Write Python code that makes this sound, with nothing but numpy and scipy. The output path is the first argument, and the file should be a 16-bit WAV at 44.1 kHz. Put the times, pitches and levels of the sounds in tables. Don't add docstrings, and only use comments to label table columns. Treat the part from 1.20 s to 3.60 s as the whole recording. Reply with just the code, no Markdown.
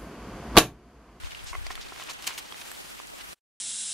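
import sys
import numpy as np
from scipy import signal
from scipy.fft import rfft, irfft
from scipy.io import wavfile
from scipy.ndimage import uniform_filter1d

SR = 44100
rng = np.random.default_rng(int(sys.argv[2]) if len(sys.argv) > 2 else 0)


def linear_from_db(decibels):
    return 10 ** (np.asarray(decibels, float) / 20)


def store_wav(level_fs):
    pcm = np.round(np.clip(np.atleast_2d(level_fs), -1, 1) * 32767)
    wavfile.write(sys.argv[1], SR, pcm.T.astype(np.int16))


N = 105840
TIME_S = np.arange(N) / SR
NEAR_SIDE_DB = -8

# t/s, level/dB, brightness/dB
BREEZE = [(0, -49, -4.5), (.2, -47, -5), (0.401, -49, -3.5), (.6, -47.5, -6), (.8, -44.5, -4),
          (0.961, -48, -5), (1.1, -44, -2), (1.25, -47.5, -4), (1.45, -46.5, -1), (1.7, -47, -2),
          (1.85, -49, -2.5), (2.13, -47, -1)]
# f/Hz, density/dB
LEAF_MID = [(53, -49), (90, -13), (161, -6), (400, -5.5), (590, -7), (686, -4), (1370, -2.5), (9180, -5.5),
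            (15800, -12.5)]


def evened(x):
    return x / np.sqrt(np.mean(x ** 2) + 1e-20)


def read(points, hz):
    f, value = np.transpose(points)
    return np.interp(np.log(hz + 1), np.log(f + 1), value, left=-90, right=-90)


def add(mix, s, sound):
    part = mix[..., round(s * SR):round(s * SR) + sound.shape[-1]]
    part += sound[..., :part.shape[-1]]


def colour(x, db_at):
    n = x.shape[-1]
    gain = linear_from_db(db_at(np.fft.rfftfreq(n, 1 / SR)))
    return irfft(rfft(x) * gain, n)


def ring(x, hz, width_hz):
    r = np.exp(-np.pi * width_hz / SR)
    return signal.lfilter([1, -1], [1, -2 * r * np.cos(2 * np.pi * hz / SR), r * r], x)


def sides(mid, side):
    return np.array([mid + side, mid - side])


def hump(hz, centre_hz, octaves):
    away = np.log2((hz + 1) / centre_hz) / octaves
    return -6 * np.where(away < 0, away / 1.9, away) ** 2


def broad(x):
    return colour(x, lambda f: hump(f, 5000, 1.15))


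def fold_burst(noise, fade_s):
    t = np.arange(noise.shape[-1]) / SR
    rise_s = 0.00048
    return noise * np.minimum(t / rise_s, 1) * np.exp(-t / max(fade_s, 3e-4))


def tear():
    # t/s, peak/dB, fade/s
    steps = [
        (1.067, -29, .0015),
        (1.0695, -26.5, 0.00087),
        (1.07, -17.5, 0.0011),
        (1.0741, -15, 0.00094),
        (1.0750, -11.5, 0.00097),
        (1.0765, -12, 0.0012),
        (1.0778, -20, .001),
        (1.0812, -21, 0.0012),
        (1.084, -30.5, 0.0018),
        (1.0890, -29.5, .002),
    ]
    # f/Hz, width/Hz, level/dB
    leaf = [(2350, 230, -6), (2995, 150, 1), (3650, 430, 4.5), (4600, 220, -9), (4800, 140, -7.5),
            (5455, 150, -0.5), (6400, 150, -1.5), (6840, 130, -8), (8000, 150, -8.5), (9830, 160, -9),
            (10810, 130, -11.5), (12000, 470, -19)]
    wide_db, damping, dulls_db, top_db = 0, 1.4, -120, 2
    out = np.zeros((2, N))
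    noises = rng.standard_normal((len(steps), 2, 1300))
    for (s, peak_db, fade_s), noise in zip(steps, noises):
        burst = fold_burst(noise, fade_s)
        body = sum(linear_from_db(db) * width_hz / hz * ring(burst, hz, damping * width_hz)
                   for hz, width_hz, db in leaf)
        wide = broad(burst)
        both = body / abs(body[0]).max() + linear_from_db(wide_db) * wide / abs(wide[0]).max()
        late_s = max(s - steps[4][0], 0)
        both = colour(both, lambda f: dulls_db * late_s * np.log2(np.maximum(f, 2500) / 2500)
                      - top_db * (f / 12000) ** 6)
        mid, side = both / abs(both[0]).max()
        add(out, s, linear_from_db(peak_db) * sides(mid, linear_from_db(NEAR_SIDE_DB) * side))
    return out


def snaps():
    # t/s, peak/dB, ring f/Hz, brightness/dB, fade/s
    pops = [(.035, -36, 3000, -0.5, 0.0022), (0.045, -31.5, 2600, -11.5, 0.0017),
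            (0.108, -32, 2900, -2, 0.0014), (0.1173, -33, 2880, -10.5, 0.0012),
            (.1915, -35, 3040, -8, .0012), (.243, -36.5, 9000, -3.5, 0.00089),
            (0.1473, -27.5, 2760, -18, 0.0016), (0.4663, -24.5, 4450, -11, 0.0013),
            (0.5536, -27, 3180, -3, 0.0024), (.6125, -31.5, 3550, -6, 0.0017),
            (0.685, -32, 4030, -10, .0012), (.8245, -28.5, 3020, -4.5, 0.0013),
            (.8374, -32, 6700, 2, 0.00084), (0.873, -31.5, 3080, -10.5, .001),
            (0.931, -35.5, 6300, -4.5, .001), (0.9365, -34, 6300, -4, .0008),
            (.9892, -36, 2900, -5, 0.0011), (1.0233, -32, 2820, 4.5, 0.0018), (1.043, -27, 2820, -6, .0013),
            (1.1067, -29, 3500, -5.5, 0.0011), (1.139, -31.5, 6500, -7.5, 0.00099),
            (1.1781, -23.5, 2780, -9.5, 0.00079), (1.3234, -26.5, 3250, -17, .0011),
            (1.344, -33.5, 3220, -12, .0008), (1.381, -33, 2470, -6, 0.0011),
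            (1.4135, -32, 2400, -10, .0015), (1.419, -35, 3300, -6, .0015),
            (1.5159, -25.5, 7800, 3, 0.00044), (1.871, -32, 6800, -9.5, 0.00079)]
    out = np.zeros((2, N))
    noises = rng.standard_normal((len(pops), 2, 1300))
    for (s, peak_db, leaf_hz, bright_db, fade_s), noise in zip(pops, noises):
        burst = fold_burst(noise, fade_s)
        body = ring(ring(burst, leaf_hz, 0.2 * leaf_hz), leaf_hz, leaf_hz)
        wide = broad(burst)
        mid, side = body / abs(body[0]).max() + linear_from_db(bright_db) * wide / abs(wide[0]).max()
        add(out, s, linear_from_db(peak_db - 0.5) * sides(mid, linear_from_db(NEAR_SIDE_DB) * side))
    return out


def knocks():
    # t/s, peak/dB, ring length/(share of t60), tone/(dB per octave), top ring f/Hz
    blows = [(.0352, -33, .25, 5, 2100), (.071, -32, .4, -1, 1960), (.3303, -28, 0.56, 0, 2150),
             (.3322, -25, 0.56, 3.5, 2120), (0.3383, -29.5, 0.64, 10, 2150), (0.341, -30.5, .6, 2.5, 2100),
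             (0.3487, -28.5, 0.42, 3.5, 2080), (.3521, -19.5, .6, 2.5, 2080), (.3555, -31, .6, -1, 2020),
             (0.466, -24.5, 0.56, 4, 1960), (0.5036, -26, .6, 3, 1840), (.5053, -23, .7, 3, 1840),
             (.508, -24, .45, 1, 1850), (.5538, -26.5, .3, 0, 1960), (.577, -27, 0.6, 6, 2110),
             (.722, -26.5, 0.68, 0.5, 1800), (.7618, -28, .35, 2, 2000), (.7985, -25.5, .5, 6, 2170),
             (0.819, -29, 0.78, 3, 1960), (1.076, -24, 0.5, -3, 1960), (1.107, -26, 0.4, -0.5, 1960),
             (1.3232, -26.5, 0.27, -1, 1670), (1.3262, -32.5, 0.43, -13, 1960),
             (1.3437, -28, 0.33, 1, 1960), (1.5161, -28.5, .4, 3, 1680), (1.519, -37, 0.31, 4, 1700),
             (1.8, -27.5, .3, -3, 1960)]
    # f/Hz, level/dB, t60/s
    stalk = [(408, -7.5, 0.044), (764, -4, 0.029), (1062, -0.5, 0.032), (1306, -2.5, 0.021),
             (1960, -1.5, 0.018)]
    spread_db, pan_db, tick_db = 1.2, -4, -9
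    ragged, ragged_s, contact_s = 0.12, 0.0019, 0.00021
    out, t = np.zeros((2, N)), np.arange(2200) / SR
    luck = rng.standard_normal((len(blows), len(stalk), 2))
    noises = rng.standard_normal((len(blows), len(t)))
    for (s, peak_db, rings, tone_db, top_hz), chance, noise in zip(blows, luck, noises):
        share = max(rings, .1)
        blow = ragged * noise * np.exp(-t / ragged_s) + (t == 0)
        modes = [*stalk[:-1], (top_hz, *stalk[-1][1:])]
        body = np.zeros(len(t))
        for (hz, db, t60_s), (u, v) in zip(modes, chance):
            mode_db = db + tone_db * np.log2(hz / stalk[2][0]) + spread_db * u
            width_hz = 2.09 / t60_s / share
            body += linear_from_db(mode_db) * hz * ring(blow, hz * (1 + 0.013 * v), width_hz)
        soft_s = contact_s * share
        body = np.convolve(body, np.exp(-(t[:60] / soft_s - 2) ** 2))[:len(t)]
        tick = broad(np.roll(blow, 20))
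        sound = body / abs(body).max() + linear_from_db(tick_db) * tick / abs(tick).max()
        add(out, s, linear_from_db(peak_db + np.array([[.5], [-.5]]) * pan_db) * sound)
    return out


def scrapes():
    # start t/s, length/s, rms/dB, centre f/Hz, spread/octaves
    strokes = [(0.035, 0.065, -47.5, 2970, 1.17), (0.105, 0.038, -47.5, 2820, 0.97),
               (0.189, 0.039, -51.5, 3000, 0.44), (0.252, 0.092, -44, 5100, 0.69),
               (0.445, 0.055, -50, 3870, 0.86), (0.495, 0.052, -42.5, 2970, 1.26),
               (0.601, 0.057, -45, 4000, 0.71), (0.773, 0.11, -46.5, 2500, 1.15),
               (0.879, 0.031, -41.5, 1800, 1.1), (0.89, 0.043, -37.5, 3300, 1.2),
               (0.929, 0.021, -48, 6000, 1.2), (1.007, 0.092, -49.5, 3540, 1.3),
               (1.064, 0.023, -33, 4494, 1.4), (1.078, 0.029, -36.5, 2200, 1.43),
               (1.099, 0.05, -43.5, 2480, 0.83), (1.172, 0.035, -36, 4000, 1.52),
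               (1.41, 0.02, -41.5, 2760, 1.27), (1.662, 0.1, -50.5, 3960, 1.5),
               (1.98, 0.071, -46.5, 2500, .9)]
    slips_per_s, slip_db = 16000, 1.6
    out = np.zeros((2, N))
    slips = linear_from_db(slip_db * np.minimum(rng.exponential(1, N), 4)) * (rng.random(N) < slips_per_s / SR)
    slips = slips * rng.standard_normal((2, N)) + .6 * rng.standard_normal((2, N))
    for start_s, length_s, db, centre_hz, octaves in strokes:
        u = np.arange(0, length_s, 1 / SR) / length_s
        part = slips[:, round(start_s * SR):][:, :len(u)]
        part = colour(part, lambda f: hump(f, centre_hz, octaves))
        swell = np.sin(np.pi * u ** 0.69) ** 2
        mid, side = part / np.std(part[0]) * swell
        add(out, start_s, linear_from_db(db + 4.0) * sides(mid, linear_from_db(NEAR_SIDE_DB) * side))
    return out


def crackle():
    ticks_per_s, level_db, spread_db, side_db = 1400, -9, 3.6, -9
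    size = linear_from_db(spread_db * np.minimum(rng.exponential(1, N), 4)) * (rng.random(N) < ticks_per_s / SR)
    clumps = linear_from_db(2.5 * evened(uniform_filter1d(rng.standard_normal(N), size=900)))
    leaf, out = rng.integers(0, 24, N), np.zeros((2, N))
    pitches_hz, places = np.geomspace(700, 11000, num=24), rng.uniform(-1, 1, size=24)
    for k, (hz, place) in enumerate(zip(pitches_hz, places)):
        tick = ring(size * clumps * (leaf == k), hz, 0.58 * hz) * np.sqrt(hz)
        out += [tick, linear_from_db(side_db) * 2 * place * tick]
    out = colour(out, lambda f: 1.1 * read(LEAF_MID, f))
    s, breeze_db, _ = np.transpose(BREEZE)
    gain = linear_from_db(level_db + np.interp(TIME_S, s, breeze_db))
    return sides(*(out / np.std(out[0]) * gain))


def hiss(shape, follows, patchy_db, flicker_db):
    hop, size = 128, 512
    frames, hz = N // hop + 5, np.fft.rfftfreq(size, 1 / SR)
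    a, b, patches = rng.standard_normal((frames, len(hz), 3)).T
    patches = uniform_filter1d(patches, size=14, axis=0)
    patches = evened(uniform_filter1d(patches, size=12, axis=1))
    flicker = evened(uniform_filter1d(rng.standard_normal(frames), size=4))
    s, level_db, bright_db = np.transpose(BREEZE)
    bright_db = np.interp(np.arange(frames) * hop / SR, s, bright_db)
    tilt_db = bright_db * np.log2(np.maximum(hz, 3000) / 3000)[:, None]
    z = (a + 1j * b) * linear_from_db(patchy_db * patches + flicker_db * flicker + follows * tilt_db)
    x = signal.istft(z, nperseg=size, noverlap=size - hop)[1][:N]
    x = evened(colour(x, lambda f: read(shape, f)))
    mean_db = np.mean(level_db)
    return x * linear_from_db(mean_db + follows * (np.interp(TIME_S, s, level_db) - mean_db))


def far_leaves():
    # f/Hz, density/dB
    leaf_side = [(59, -36), (100, -8.5), (301, 1.5), (3220, -5), (5240, -12.5), (6470, -12), (11000, -13),
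                 (15800, -15)]
    mid = linear_from_db(2.5) * hiss(LEAF_MID, 1, patchy_db=1.15, flicker_db=1.41)
    side = linear_from_db(5.5) * hiss(leaf_side, 0.55, patchy_db=1.0, flicker_db=-2.0)
    return sides(mid, side)


def buffet():
    # t/s, level/dB
    gusts = [
        (0, -56),
        (.6, -61),
        (.9, -63.5),
        (1.3, -66.5),
        (1.7, -65.5),
        (1.85, -66),
        (2.12, -63),
    ]
    # f/Hz, density/dB
    pressure = [(7.1, -34.5), (12, -12.5), (27, -6.5), (49, 3), (68, -4), (250, -24.5), (320, -66.5),
                (550, -120)]
    side_db, mid_db, leak_db = 11, 3.5, -11
    s, db = np.transpose(gusts)
    noises = colour(rng.standard_normal((2, N)), lambda f: read(pressure, f))
    lumps = [evened(v) / np.sqrt(uniform_filter1d(evened(v) ** 2, size=3000) + 0.18) for v in noises]
    mid = linear_from_db(mid_db) * lumps[1] + linear_from_db(leak_db) * lumps[0]
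    return linear_from_db(np.interp(TIME_S, s, db)) * sides(mid, linear_from_db(side_db) * lumps[0])


def eddies():
    # t/s, depth/dB, width/s
    dips = [(0.047, -27, 0.0065), (0.072, -33, 0.0095), (0.223, -50, 0.0215), (0.244, -32.5, 0.0045),
            (0.283, -49, 0.009), (0.317, -32, 0.0067), (0.365, -33.5, 0.016), (0.387, -26, 0.0057),
            (0.418, -29, 0.0063), (0.446, -32, 0.0076), (0.485, -36, 0.029), (0.506, -37, 0.0064),
            (0.565, -35, 0.013), (0.59, -36, 0.016)]
    # t/s, height/dB, width/s
    pushes = [(0.231, -34, 0.0072), (.272, -37, 0.0066), (.458, -31, 0.0062), (.495, -33, 0.0087),
              (.655, -37, 0.01), (.735, -45, 0.0055)]
    mid_db, rebound = -17.5, 0.85
    out = np.zeros(N)
    for sign, rows in ((-1.47, dips), (1, pushes)):
        for s, db, width_s in rows:
            u = ((TIME_S - s) / width_s) ** 2
            out += sign * linear_from_db(db) * (1 - 2 * rebound * u) * np.exp(-u)
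    return sides(linear_from_db(mid_db) * out, out)


def scene():
    near = tear() + snaps() + knocks() + scrapes() + crackle()
    return near + far_leaves() + buffet() + eddies()


def top_cut(x):
    return signal.sosfilt(signal.butter(12, 15900, fs=SR, output="sos"), x)


def record(dry):
    # f/Hz, left over right/dB
    port_tilt = [(60, 0.36), (550, 0), (3000, -0.6), (8000, 1), (15000, 1.3)]
    # t/s, gain/dB
    ending = [(2.1332, -3.5), (2.133, -6.5), (2.142, -17.5), (2.151, -38.5), (2.186, -36), (2.203, -60),
              (2.21, -58), (2.212, -120)]
    edge_hz, mono_from_s = 15750, 2.143
    x = np.array([colour(port, lambda f: share * np.interp(f, *np.transpose(port_tilt)))
                  for port, share in zip(dry, (.5, -.5))])
    x = colour(x, lambda f: -90. * (f > edge_hz))
    wide = TIME_S < mono_from_s
    x = sides(x.mean(0), wide * (x[0] - x[1]) / 2)
    return top_cut(x * linear_from_db(np.interp(TIME_S, *np.transpose(ending))))


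dry = scene()
out = record(dry)
store_wav(out)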